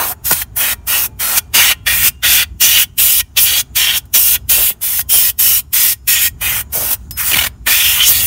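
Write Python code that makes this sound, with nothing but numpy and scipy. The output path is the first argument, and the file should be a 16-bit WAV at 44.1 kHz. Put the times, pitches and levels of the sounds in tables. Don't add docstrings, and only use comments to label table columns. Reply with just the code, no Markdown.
import sys
import numpy as np
from scipy import signal
from scipy.fft import rfft, irfft, next_fast_len
from scipy.io import wavfile
from scipy.ndimage import uniform_filter1d, map_coordinates

SR = 44100
rng = np.random.default_rng(int(sys.argv[2]) if len(sys.argv) > 2 else 0)


def level_to_linear(level):
    exponent = np.asarray(level, float) / 20
    return 10 ** exponent


def bounce(signal):
    frames = np.transpose(np.atleast_2d(signal))
    limited = np.clip(frames, -1, 1)
    pcm = np.round(limited * 32767).astype(np.int16)
    wavfile.write(sys.argv[1], SR, pcm)


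N = 364266
TIME = np.arange(N) / SR

# [t/s, f/Hz,
# level/dB]
MODES = [(.14, 869, -61), (.75, 950, -59), (.75, 2363, -63), (1.08, 869, -58), (1.08, 2411, -66),
         (1.41, 2411, -65), (1.74, 1036, -60), (1.74, 1394, -60), (1.74, 3267, -58), (1.74, 2720, -61),
         (1.74, 2950, -64), (2.1, 2815, -54), (2.1, 8268, -69), (2.1, 15057, -73), (2.85, 3095, -63),
         (3.71, 7208, -66), (4.38, 5106, -68), (5.03, 1038, -60), (5.95, 5146, -66), (6.63, 985, -63),
         (6.96, 8236, -73), (6.96, 11528, -74), (6.96, 15651, -74)]


def unit(x):
    return x / np.sqrt(np.mean(x ** 2) + 1e-20)


def along(points, hz):
    f, v = np.transpose(points)
    return np.interp(np.log(hz + 1), np.log(f + 1), v)


def wobble(rate_hz):
    knots = rng.standard_normal(int(N * rate_hz / SR) + 4)
    return map_coordinates(knots, [TIME * rate_hz])


def bell(x):
    return np.exp(-.5 * x ** 2)


def bumps(rows, t):
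    s, length_s, *heights = np.transpose(rows)
    return heights @ bell((t - s[:, None]) / length_s[:, None])


def filtered(x, response):
    m = next_fast_len(N + SR)
    return irfft(rfft(x, m) * response(np.fft.rfftfreq(m, 1 / SR)), m)[:N]


def resonance(f, hz, width_hz):
    return 1j * f * width_hz / (hz * hz - f * f + 1j * f * width_hz)


def rush(spectrum, patchy_db, shape=None, size=256):
    hz, s, z = signal.stft(rng.standard_normal(N), SR, nperseg=size)
    field = uniform_filter1d(rng.standard_normal(z.shape), size=3, axis=0)
    field = uniform_filter1d(field, size=14, axis=1)
    gain = level_to_linear(along(spectrum, hz))[:, None] * (shape(hz[:, None], s) if shape else 1)
    z = z * level_to_linear(patchy_db * unit(field)) * gain / np.linalg.norm(gain, axis=0)
    return unit(signal.istft(z, SR, nperseg=size)[1][:N])


def outdoors():
    # [t/s, level/dB]
    traffic_db = [(0, -34.5), (.6, -36.5), (1.2, -39), (1.8, -33.5), (2.4, -33.5), (2.8, -36.5), (3.4, -36),
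                  (3.9, -34.5), (4.58, -33.5), (4.77, -43), (4.95, -35), (5.77, -39.5), (6.35, -32),
                  (6.6, -34.5), (7.04, -33), (7.4, -33), (7.9, -33), (8.26, -31.5)]
    # [f/Hz, level/dB per Hz]
    rumble_spectrum = [(15, -67), (30, -33.5), (45, -12.5), (57, -2.5), (75, -8), (110, -12.5),
                       (160, -20.5), (400, -37.5), (600, -78.5)]
    # [f/Hz, level/dB per Hz]
    air_spectrum = [(150, -3), (250, 0), (303, -14.5), (415, -3), (485, -19), (712, -9), (791, -11.5),
                    (4860, -35), (5300, -41.5), (5590, -46.5), (16200, -50.5)]
    # [t/s, level/dB]
    air_db = [
        (0, -47.5),
        (.9, -47.5),
        (1.5, -50),
        (2.3, -54),
        (3.3, -55.5),
        (3.7, -52),
        (5.0, -51),
        (6.05, -59),
        (6.67, -48),
        (7.1, -51.5),
    ]
    # [t/s, length/s, level/dB]
    chirrs = [
        (3.72, .04, 10),
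        (6.36, .04, 4),
        (6.675, .04, 9),
        (7.08, .025, 6),
    ]

    def colour(points):
        return unit(filtered(rng.standard_normal(N), lambda hz: level_to_linear(along(points, hz))))

    rumble = level_to_linear(np.interp(TIME, *np.transpose(traffic_db)) + 2.0 * wobble(11)) * colour(rumble_spectrum)
    air = level_to_linear(np.interp(TIME, *np.transpose(air_db)) + 1.5 * wobble(10)) * colour(air_spectrum)
    insects = unit(filtered(rng.standard_normal(N), lambda f: resonance(f, 6950, 450) ** 2))
    insects_db = -67.5 + 1.5 * wobble(4) + bumps(chirrs, TIME)[0]
    return rumble + air + level_to_linear(insects_db) * insects


def hand():
    # [opens/s, shuts/s, straw hiss/dB, change up to the shut/dB, scour over hiss/dB]
    presses = [(-0.05, 0.124, -15, -1.5, -7), (0.256, 0.428, -10.5, -7.5, -10),
               (0.571, 0.733, -12, -1.5, -8), (0.88, 1.063, -11, -0.5, -12.5), (1.204, 1.387, -13, 0, -9),
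               (1.548, 1.723, -7.5, -4, -4), (1.873, 2.086, -11.5, 0.5, -7.5),
               (2.238, 2.432, -16, -0.5, -2.5), (2.614, 2.837, -6, -7, -7.5), (2.989, 3.204, -5.5, -2, -10),
               (3.376, 3.61, -12, -0.5, -4.5), (3.764, 3.982, -10, -12, -4), (4.147, 4.359, -5, -3.5, -11),
               (4.502, 4.719, -3, -6, -11.5), (4.825, 5.014, -11.5, -1.5, -12),
               (5.101, 5.302, -6.5, -3.5, -9), (5.397, 5.599, -5.5, -3, -10), (5.739, 5.931, -7, -1, -7.5),
               (6.082, 6.28, -6.5, -3, -7), (6.419, 6.612, -13.5, -1, -8.5),
               (6.734, 6.945, -13.5, -1.5, -11), (7.18, 7.473, -13, -2.5, -9.5),
               (7.674, 8.303, -10.5, -0.5, -7.5)]
    # [howl at opening/dB, at shut/dB, buffet over howl/dB, pitch/Hz, peak height/dB]
    aims = [(-17.5, -36.5, 2, 2100, 3.5), (-28, -30, -7.5, 2900, 0.5), (-17, -21.5, -8, 1850, 11.5),
            (-31, -30.5, -2, 2100, 5), (-26, -27, -3.5, 2080, 9.5), (-12, -12.5, -13.5, 2740, 8),
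            (-16, -17, -15.5, 2070, 12.5), (-12, -14.5, -18.5, 3100, 0.5), (-15, -17.5, -19.5, 2880, 14),
            (-17.5, -27.5, -17.5, 3030, 18), (-12, -20, -20, 3280, 17.5), (-16, -16.5, -17.5, 3130, 15),
            (-29.5, -23, -16, 2900, 20), (-18, -27, -15, 3060, 11.5), (-30, -29, -13, 2800, 11),
            (-24.5, -22.5, -17.5, 3080, 23.5), (-23.5, -24.5, -16.5, 2880, 13),
            (-21.5, -23.5, -17, 2630, 9.5), (-17.5, -22, -20, 2460, 13.5), (-17, -25.5, -11.5, 1930, 10.5),
            (-35.5, -32.5, -1.5, 2470, 10.5), (-29.5, -20, -6, 2180, 9), (-13, -25, -15, 2810, 16.5)]
    # [t/s, length/s, hiss/dB, howl/dB, pitch shift/octaves]
    swings = [(.572, 0.024, 2, -12, .1), (0.954, 0.048, -0.6, 9, 0.27), (1.382, 0.011, 8.5, 10.5, 0.37),
              (1.871, .01, -1, 7, -0.015), (1.982, 0.036, 0.5, -4.5, 0.12), (2.08, 0.028, 6, 2.5, 0.32),
              (2.339, 0.052, 9, -2, 0.24), (2.778, 0.039, 1, 4, 0.12), (2.81, 0.019, 5, -1.5, -0.18),
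              (3.212, .01, 1, 18.5, -0.23), (3.43, .025, 7.5, -14.5, -.2), (3.983, .025, 12, -5, .05),
              (4.152, 0.024, 2.5, 15, .05), (4.368, 0.01, -6, 9, -0.22), (4.716, 0.0065, -5, 0, -.1),
              (5.095, 0.012, -2.5, -2, -0.12), (6.178, 0.024, -5.5, 2, 0.17),
              (6.422, .018, -2.5, -7.5, .05), (7.209, 0.014, 8, 2.5, -0.48),
              (7.273, 0.023, 3.5, -3.5, -0.36), (7.342, 0.04, 3, 7, 0.26), (7.677, 0.049, 1.2, 1, -0.42),
              (7.96, 0.019, -1.5, 0, -0.012), (8.026, .026, -5.5, 4, 0.085), (8.095, 0.023, 5.5, 0.5, 0.1)]
    # [t/s, length/s, scour/dB, buffet/dB]
    glances = [
        (0.014, 0.024, -5.5, 5.5),
        (1.564, 0.026, 4, 6),
        (2.644, 0.019, 7.5, -5.5),
        (3.52, 0.082, -1, 3.5),
        (3.599, 0.022, 7.5, 1.5),
        (4.497, 0.008, 3, 1),
        (7.21, 0.036, -1.5, -11.5),
        (7.666, 0.024, -4, 9.5),
        (3.4, 0.027, 0.5, -6),
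        (8.047, 0.022, 6.5, -5),
    ]
    # [t/s, length/s, level/dB]
    eases = [
        (0.253, .005, -3.5),
        (1.538, 0.0047, -1.5),
        (4.823, .006, -3),
        (6.068, .005, -10),
        (4.72, 0.013, -7),
        (5.598, .014, -4.5),
        (5.931, 0.013, -2.5),
        (6.28, 0.0074, -4.5),
    ]
    # [t/s, length/s, level/dB]
    weeps = [
        (.243, 0.0054, 18),
        (1.537, .006, 12),
        (2.978, .005, 8),
        (6.395, .01, 9),
        (6.71, .01, 12),
        (7.01, .06, 8),
        (7.135, 0.011, 12),
        (7.163, 0.0069, 14),
    ]
    leak_db = [-66, -64.5, -73, -65.5]
    open_db_per_s, shut_db_per_s, corner_s = 2501, 1456.5, 0.0034
    seep_db, seep_db_per_s, lead_s = -37, 753, 0.004
    whisper_db, whisper_db_per_s = -21.5, 1299.5
    linger_db, linger_db_per_s = [-59.5, -54, -44, -25], 161.5
    scour_follows, buffet_follows = 0.54, 0.56
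    peak_db_per_octave = 17.5

    t = np.arange(0, N / SR, .001)
    opens, shuts = np.transpose(presses)[:2]
    press = np.searchsorted((shuts[:-1] + opens[1:]) / 2, t)
    (opens, shuts, hiss_db, change_db, scour_db,
     first_db, last_db, buffet_db, hz, peak_db) = np.hstack([presses, aims])[press].T
    done = np.clip((t - opens) / (shuts - opens), 0, 1)
    since_open = np.abs(t - opens)

    hiss_move, howl_move, octaves = bumps(swings, t)
    scour_move, buffet_move = bumps(glances, t)
    buffet_move -= 0.5 * np.exp(-since_open / 0.0088)
    settling_db = -1.5 * np.exp(-since_open / 0.046)
    hiss_db = hiss_db + change_db * done + hiss_move
    howl_move = howl_move + (last_db - first_db) * (done - .5)
    mean_db = (first_db + last_db) / 2
    levels = np.array([
        hiss_db,
        hiss_db + scour_db + scour_follows * howl_move + settling_db + scour_move,
        mean_db + howl_move,
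        mean_db + buffet_db + buffet_follows * howl_move + buffet_move]) + bumps(eases, t)[0]

    before, after = np.maximum(opens - lead_s - t, 0), np.maximum(t - shuts, 0)
    valve_db = np.maximum(-open_db_per_s * before, seep_db - seep_db_per_s * before) - shut_db_per_s * after
    corner = bell(np.arange(-40, 41) / 1000 / corner_s)
    valve_db = np.convolve(np.pad(valve_db, 40, "edge"), corner / corner.sum(), "valid")
    linger = level_to_linear(np.c_[linger_db] - linger_db_per_s * after) * (t > opens)
    gains = level_to_linear(levels) * (level_to_linear(valve_db) + linger) + level_to_linear(np.c_[leak_db] + bumps(weeps, t))
    gains[0] += level_to_linear(levels[0] + whisper_db - whisper_db_per_s * before - shut_db_per_s * after)
    return [np.interp(TIME, t, g) for g in gains], (t, hz * 2 ** octaves, peak_db + peak_db_per_octave * octaves)


def jet():
    # [t/s, surge/dB, length/s, thump/dB, thump
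    # f/Hz]
    edges = [(0.115, 0, 0.015, -27.5, 790), (0.313, 10.5, 0.0046, -8, 900), (0.328, 11.5, 0.008, -26, 95),
             (0.419, 6, 0.0037, -19, 1850), (1.1, -2, 0.046, -46, 220), (3.379, 3.5, 0.021, -36.5, 910),
             (4.345, 1, 0.06, -48.5, 200), (4.588, -3, 0.034, -27, 600), (4.698, 3, 0.004, -40, 800),
             (4.81, 4, 0.0021, -45, 900), (4.993, 4, 0.003, -20, 1500), (5.147, 3.5, 0.033, -36, 450),
             (6.224, 0.5, 0.0045, -50, 905), (6.333, -5, 0.0098, -46, 160), (6.761, 2, 0.016, -29, 620),
             (6.815, 0.5, 0.039, -29.5, 600), (6.913, 5, 0.006, -40, 888), (6.932, 3, 0.01, -45, 887),
             (7.207, -7, 0.031, -26, 1730), (7.342, -3.5, 0.021, -26.5, 148), (8.011, 2, 0.004, -33, 900),
             (8.035, 4, 0.0055, -34, 886)]
    # [t/s, half length/s, level/dB]
    coils = [(7.39, .09, -7), (7.319, .005, 8), (7.334, .004, 15), (7.345, .005, 15), (7.360, .004, 13),
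             (7.371, .005, 13), (7.392, .011, 11), (7.414, .005, 11), (7.424, .005, 10), (7.444, .008, 12),
             (7.468, .006, 8)]
    # [f/Hz, level/dB per Hz]
    hiss_spectrum = [(5000, -44), (7500, -9.5), (8500, -6), (10600, -1), (13700, 0), (15000, 2),
                     (16500, -3.5)]
    scour_spectrum = [(2120, -26), (3600, -10.5), (3890, -5.5), (4130, -12), (5470, -1.5), (6950, -2),
                      (7570, -5.5), (10000, -4), (13000, -48.5), (22000, -120)]
    howl_spectrum = [(900, -36), (1350, -8), (2000, -4), (3800, -5.5), (4600, -7.5), (6500, -43)]
    buffet_spectrum = [(120, -42.5), (200, -5), (450, -10), (643, -1), (1290, 0), (1760, -5), (1900, -22),
                       (2470, -25.5), (4180, -120)]
    thump_spectrum = [(40, -30), (90, 0), (2500, 0), (6000, -30)]

    (hiss_gain, scour_gain, howl_gain, buffet_gain), (aim_s, hollow_hz, peak_db) = hand()
    surge_db, thump_gain = 0.25 * wobble(35) + 0.45 * wobble(160), np.zeros(N)
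    for at, db, length_s, thump_db, _ in edges:
        bump = bell((TIME - at) / np.where(TIME < at, 0.59 * length_s, 0.9 * length_s))
        surge_db += db * bump
        thump_gain += level_to_linear(thump_db) * bump
    coil_db = sum(db * np.exp(-((aim_s - s) / half_s) ** 4) for s, half_s, db in coils)
    coil_db = np.interp(TIME, aim_s, coil_db)

    def hollow(hz, t):
        octave_ratio = np.abs(np.log((hz + 1) / np.interp(t, aim_s, hollow_hz)))
        return level_to_linear(np.interp(t, aim_s, peak_db) * np.exp(-octave_ratio / 0.58))

    edge_s, *_, thump_hz = np.transpose(edges)

    def lip(hz, t):
        return bell(np.log((hz + 1) / np.interp(t, edge_s, thump_hz)) / 0.6)

    sound = hiss_gain * rush(hiss_spectrum, patchy_db=2.0) * level_to_linear(0.3 * coil_db)
    sound += scour_gain * rush(scour_spectrum, patchy_db=3.0, size=512) * level_to_linear(0.58 * coil_db)
    howl = rush(howl_spectrum, patchy_db=3.2, shape=hollow, size=1024)
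    sound += howl_gain * howl * level_to_linear(coil_db + 0.8 * wobble(60))
    buffet = rush(buffet_spectrum, patchy_db=1.36, size=1024)
    sound += buffet_gain * buffet * level_to_linear(0.72 * coil_db + 1.3 * wobble(40))
    return level_to_linear(surge_db) * sound + thump_gain * rush(thump_spectrum, patchy_db=1, shape=lip, size=512)


def aimed(blast):
    # [t/s, length/s, f/Hz, width/Hz, level/dB]
    steel_bands = [(0.03, 0.065, 1490, 150, -5.5), (.33, .08, 450, 119.4, -8), (.65, 0.078, 3245, 49.9, 12),
                   (.65, .08, 2570, 49.7, 8), (.65, .08, 4000, 500, -1.5), (0.972, .09, 2670, 100, 6),
                   (8.0, .04, 1100, 200, 6.5), (1.3, .09, 4280, 60.2, 11), (1.3, .09, 1400, 50.4, 5.5),
                   (1.58, 0.026, 2760, 90, 8.5), (1.589, 0.032, 2280, 89.8, 10.5), (1.7, .03, 2710, 90, 4.5),
                   (1.639, 0.072, 3810, 59.7, 0.5), (1.64, .09, 3350, 80, -8.5), (1.64, .09, 5480, 60.1, 2),
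                   (1.98, .1, 2634, 50.4, 3.5), (2.322, 0.097, 3467, 90, 6.5), (2.34, .1, 3940, 253, -4.5),
                   (2.757, 0.029, 2950, 199, 6.5), (2.716, 0.11, 6110, 60, 8.5), (3.099, .1, 2960, 50, 4.5),
                   (3.1, .1, 3900, 60, 6), (3.1, 0.092, 7000, 60, 7), (3.49, .1, 4540, 60, 7),
                   (3.87, .1, 5470, 60.4, 9), (4.61, .1, 2970, 50, 2.5), (4.61, .1, 3850, 60, 6),
                   (4.606, .1, 4770, 60, 6), (4.92, .09, 3460, 60, 4), (5.502, .1, 5460, 59.4, 7),
                   (5.84, .1, 3480, 60, 9), (6.18, .1, 6730, 60, 6), (6.52, .1, 3200, 60, 8),
                   (6.52, .1, 4300, 600, -5), (6.93, .012, 13000, 3000, 3), (7.37, .06, 2700, 500, -0.5),
                   (8.032, .03, 3050, 70, 12), (8.0, 0.028, 9500, 2000, -2), (8.085, 0.011, 7500, 1500, 4.5),
                   (8.114, .015, 15140, 1506, 6),
                   (0.048, .05, 1000, 200, -0.5), (3.5, .1, 4800, 300, 2), (6.84, .1, 510, 230, 5.5),
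              (7.21, .025, 1800, 480, 5.5), (7.25, 0.061, 700, 230, -6), (7.2, 0.11, 490, 250, -0.5),
              (8.17, 0.08, 7900, 1100, 2), (1.58, .04, 2800, 200, 2), (3.85, .06, 3100, 230, 3.5),
              (3.1, .1, 8053, 60, 9.5), (3.12, .1, 13265, 50, 3), (7.9, .07, 530, 160, -8),
              (5.2, .1, 15000, 50, 13), (1.64, .09, 8053, 60, 5.5), (1.98, .1, 8100, 60, 1),
              (6.18, .1, 7343, 60, 11), (1.63, 0.041, 540, 250, -5), (4.2, .1, 6223, 60, 1),
              (5.7, .1, 1090, 50, 7), (8.15, .04, 4330, 680, 9.5), (8.1, .1, 6481, 60, 4),
              (2.34, .1, 4500, 60, 1), (7.1, .02, 1880, 60, -7), (7.85, .1, 13287, 50, 5),
              (1.8, .1, 9233, 60, 5), (8.08, .02, 2900, 200, 4.5), (8.055, .012, 6900, 1200, -3),
              (8.25, .02, 4000, 2200, -3), (7.97, .03, 4900, 800, -4.5), (8.12, .015, 5900, 1500, -4),
              (.03, .02, 2400, 500, 2), (.015, .015, 1400, 250, 3.5), (7.205, .015, 1900, 70, -12),
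              (7.205, .015, 2300, 200, 3.5), (7.89, 0.033, 3000, 300, 4.5), (.97, .09, 2360, 80, -4),
              (1.28, .09, 2400, 80, -4.5), (4.7, .04, 1150, 200, -2), (8.2, .05, 1800, 190, -3),
              (7.992, .008, 3000, 400, 1)]
    hz, s, z = signal.stft(blast, SR, nperseg=1024, noverlap=768)
    at, length_s, centre_hz, width_hz, db = np.transpose(steel_bands)
    bands = bell((hz[:, None] - centre_hz) / width_hz)
    moments = bell((s - at[:, None]) / length_s[:, None])
    return signal.istft(z * level_to_linear((bands * db) @ moments), SR, nperseg=1024, noverlap=768)[1][:N]


def steel(blast):
    # [f/Hz, width/Hz, level/dB]
    drum_bands = [(1879, 42, 9), (2456, 120, 4), (3158, 35, 5), (3398, 40, 7), (6170, 170, 2),
                  (10180, 190, -1.5), (13600, 60, -6.5), (1460, 48, 5.5), (2948, 370, 4), (4550, 120, 3.5),
                  (7640, 190, -5), (10460, 510, -6.5)]

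    def drum(f):
        return 1 + sum((level_to_linear(db) - 1) * resonance(f, hz, width_hz) for hz, width_hz, db in drum_bands)

    def thin(f):
        return sum(resonance(f, hz, 15) * 3000 / (3000 + hz) for _, hz, _ in MODES)

    return level_to_linear(-1.77) * filtered(blast, drum) + level_to_linear(-13.0) * filtered(blast, thin)


def yard(x):
    # [f/Hz, t60/s]
    decay = [(300, .3), (2000, 0.38), (8000, 0.26), (16000, 0.18)]
    hz, t, z = signal.stft(rng.standard_normal(SR // 2), SR, nperseg=256)
    tail = signal.istft(z * level_to_linear(-60 * t / along(decay, hz)[:, None]), SR, nperseg=256)[1]
    return signal.fftconvolve(x, tail / np.linalg.norm(tail))[:N]


def whistles():
    # [t/s, length/s, f/Hz, level/dB]
    pockets = [(0.01, .003, 1000, -16), (0.017, 0.0043, 947, -16), (0.11, .006, 700, -24),
               (7.336, 0.0018, 3000, -9), (7.346, .0025, 2410, -7), (7.392, 0.0041, 2990, -6),
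               (8.026, .006, 3060, -7.5), (8.006, .001, 3000, -5), (8.011, 0.0018, 3130, -3),
               (8.036, .004, 3100, -3.5), (8.048, .002, 2880, -9)]
    drift = 2 * np.pi * np.cumsum(60 * wobble(300)) / SR
    out = np.zeros(N)
    for s, length_s, hz, db in pockets:
        out += level_to_linear(db) * bell((TIME - s) / length_s) * np.sin(2 * np.pi * hz * TIME + drift)
    return out


def rings():
    lead_s = 0.1
    out, t, waver_db = np.zeros(N), TIME[:SR // 2] - lead_s, 1.2 * wobble(40)
    for s, hz, db in MODES:
        fade_db = np.where(t < 0, 900 * t, -70 * t)
        start = round((s - lead_s) * SR)
        level_db = db + 7 + fade_db + waver_db[start:][:len(t)]
        out[start:][:len(t)] += level_to_linear(level_db) * np.sin(2 * np.pi * hz * t)
    return out


def pops():
    # [t/s, level/dB, first f/Hz, last f/Hz, drop/s]
    pockets = [
        (.311, -12, 1400, 110, 0.00393),
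        (4.703, -24.5, 2000, 150, 0.003),
        (4.993, -19, 2800, 1800, .0015),
        (4.993, -23, 970, 700, .0015),
        (7.315, -29, 520, 120, 0.0064),
        (7.329, -26, 910, 120, 0.0055),
        (7.36, -21, 286, 80, 0.0092),
        (6.774, -23.5, 230, 80, .006),
        (6.773, -22, 750, 610, 0.0032),
        (6.75, -26, 800, 540, .004),
    ]
    out, t = np.zeros(N), TIME[:SR // 4]
    for s, db, first_hz, last_hz, drop_s in pockets:
        hz = last_hz + (first_hz - last_hz) * np.exp(-t / drop_s)
        fade_db = -60 * t / (19 * drop_s)
        out[round(s * SR):][:len(t)] += level_to_linear(db + fade_db) * np.sin(2 * np.pi * np.cumsum(hz) / SR)
    return out


def ticks():
    # [t/s, crack/dB, ring under it/dB]
    touches = [
        (4.055, -27.5, -43),
        (7.109, -2, -27.5),
    ]
    # [f/Hz, level/dB, t60/s]
    spring = [(5146, -3, .75), (8290, -10, .14), (11570, -1, .26), (15650, -12, .3)]
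    out, t = np.zeros(N + SR), TIME[:SR]
    for s, db, ring_db in touches:
        ring = sum(level_to_linear(level_db - 60 * t / t60_s) * np.sin(2 * np.pi * hz * t) for hz, level_db, t60_s in spring)
        fall = level_to_linear(-60 * t / 0.00083) + 0.59 * level_to_linear(-60 * t / 0.05)
        crack = fall * signal.lfilter([1, -.8], 1, rng.standard_normal(len(t)))
        out[round(s * SR):][:len(t)] += level_to_linear(db) * (level_to_linear(ring_db) * ring + 0.29 * crack)
    return out[:N]


def scene():
    near = steel(aimed(jet())) + pops() + rings() + ticks()
    return np.tile(near + level_to_linear(-34.5) * yard(near) + outdoors() + whistles(), (2, 1))


def low_pass(x):
    return signal.sosfilt(signal.butter(12, 16350, fs=SR, output="sos"), x)


def record(dry):
    top_hz, edge_hz = 15870, 150
    clipped = dry / (1 + np.abs(dry / 0.96) ** 12) ** (1 / 12)
    heard = np.array([filtered(x, lambda hz: np.clip((top_hz - hz) / edge_hz, 0, 1) ** 2) for x in clipped])
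    return low_pass(heard)


dry = scene()
out = record(dry)
bounce(out)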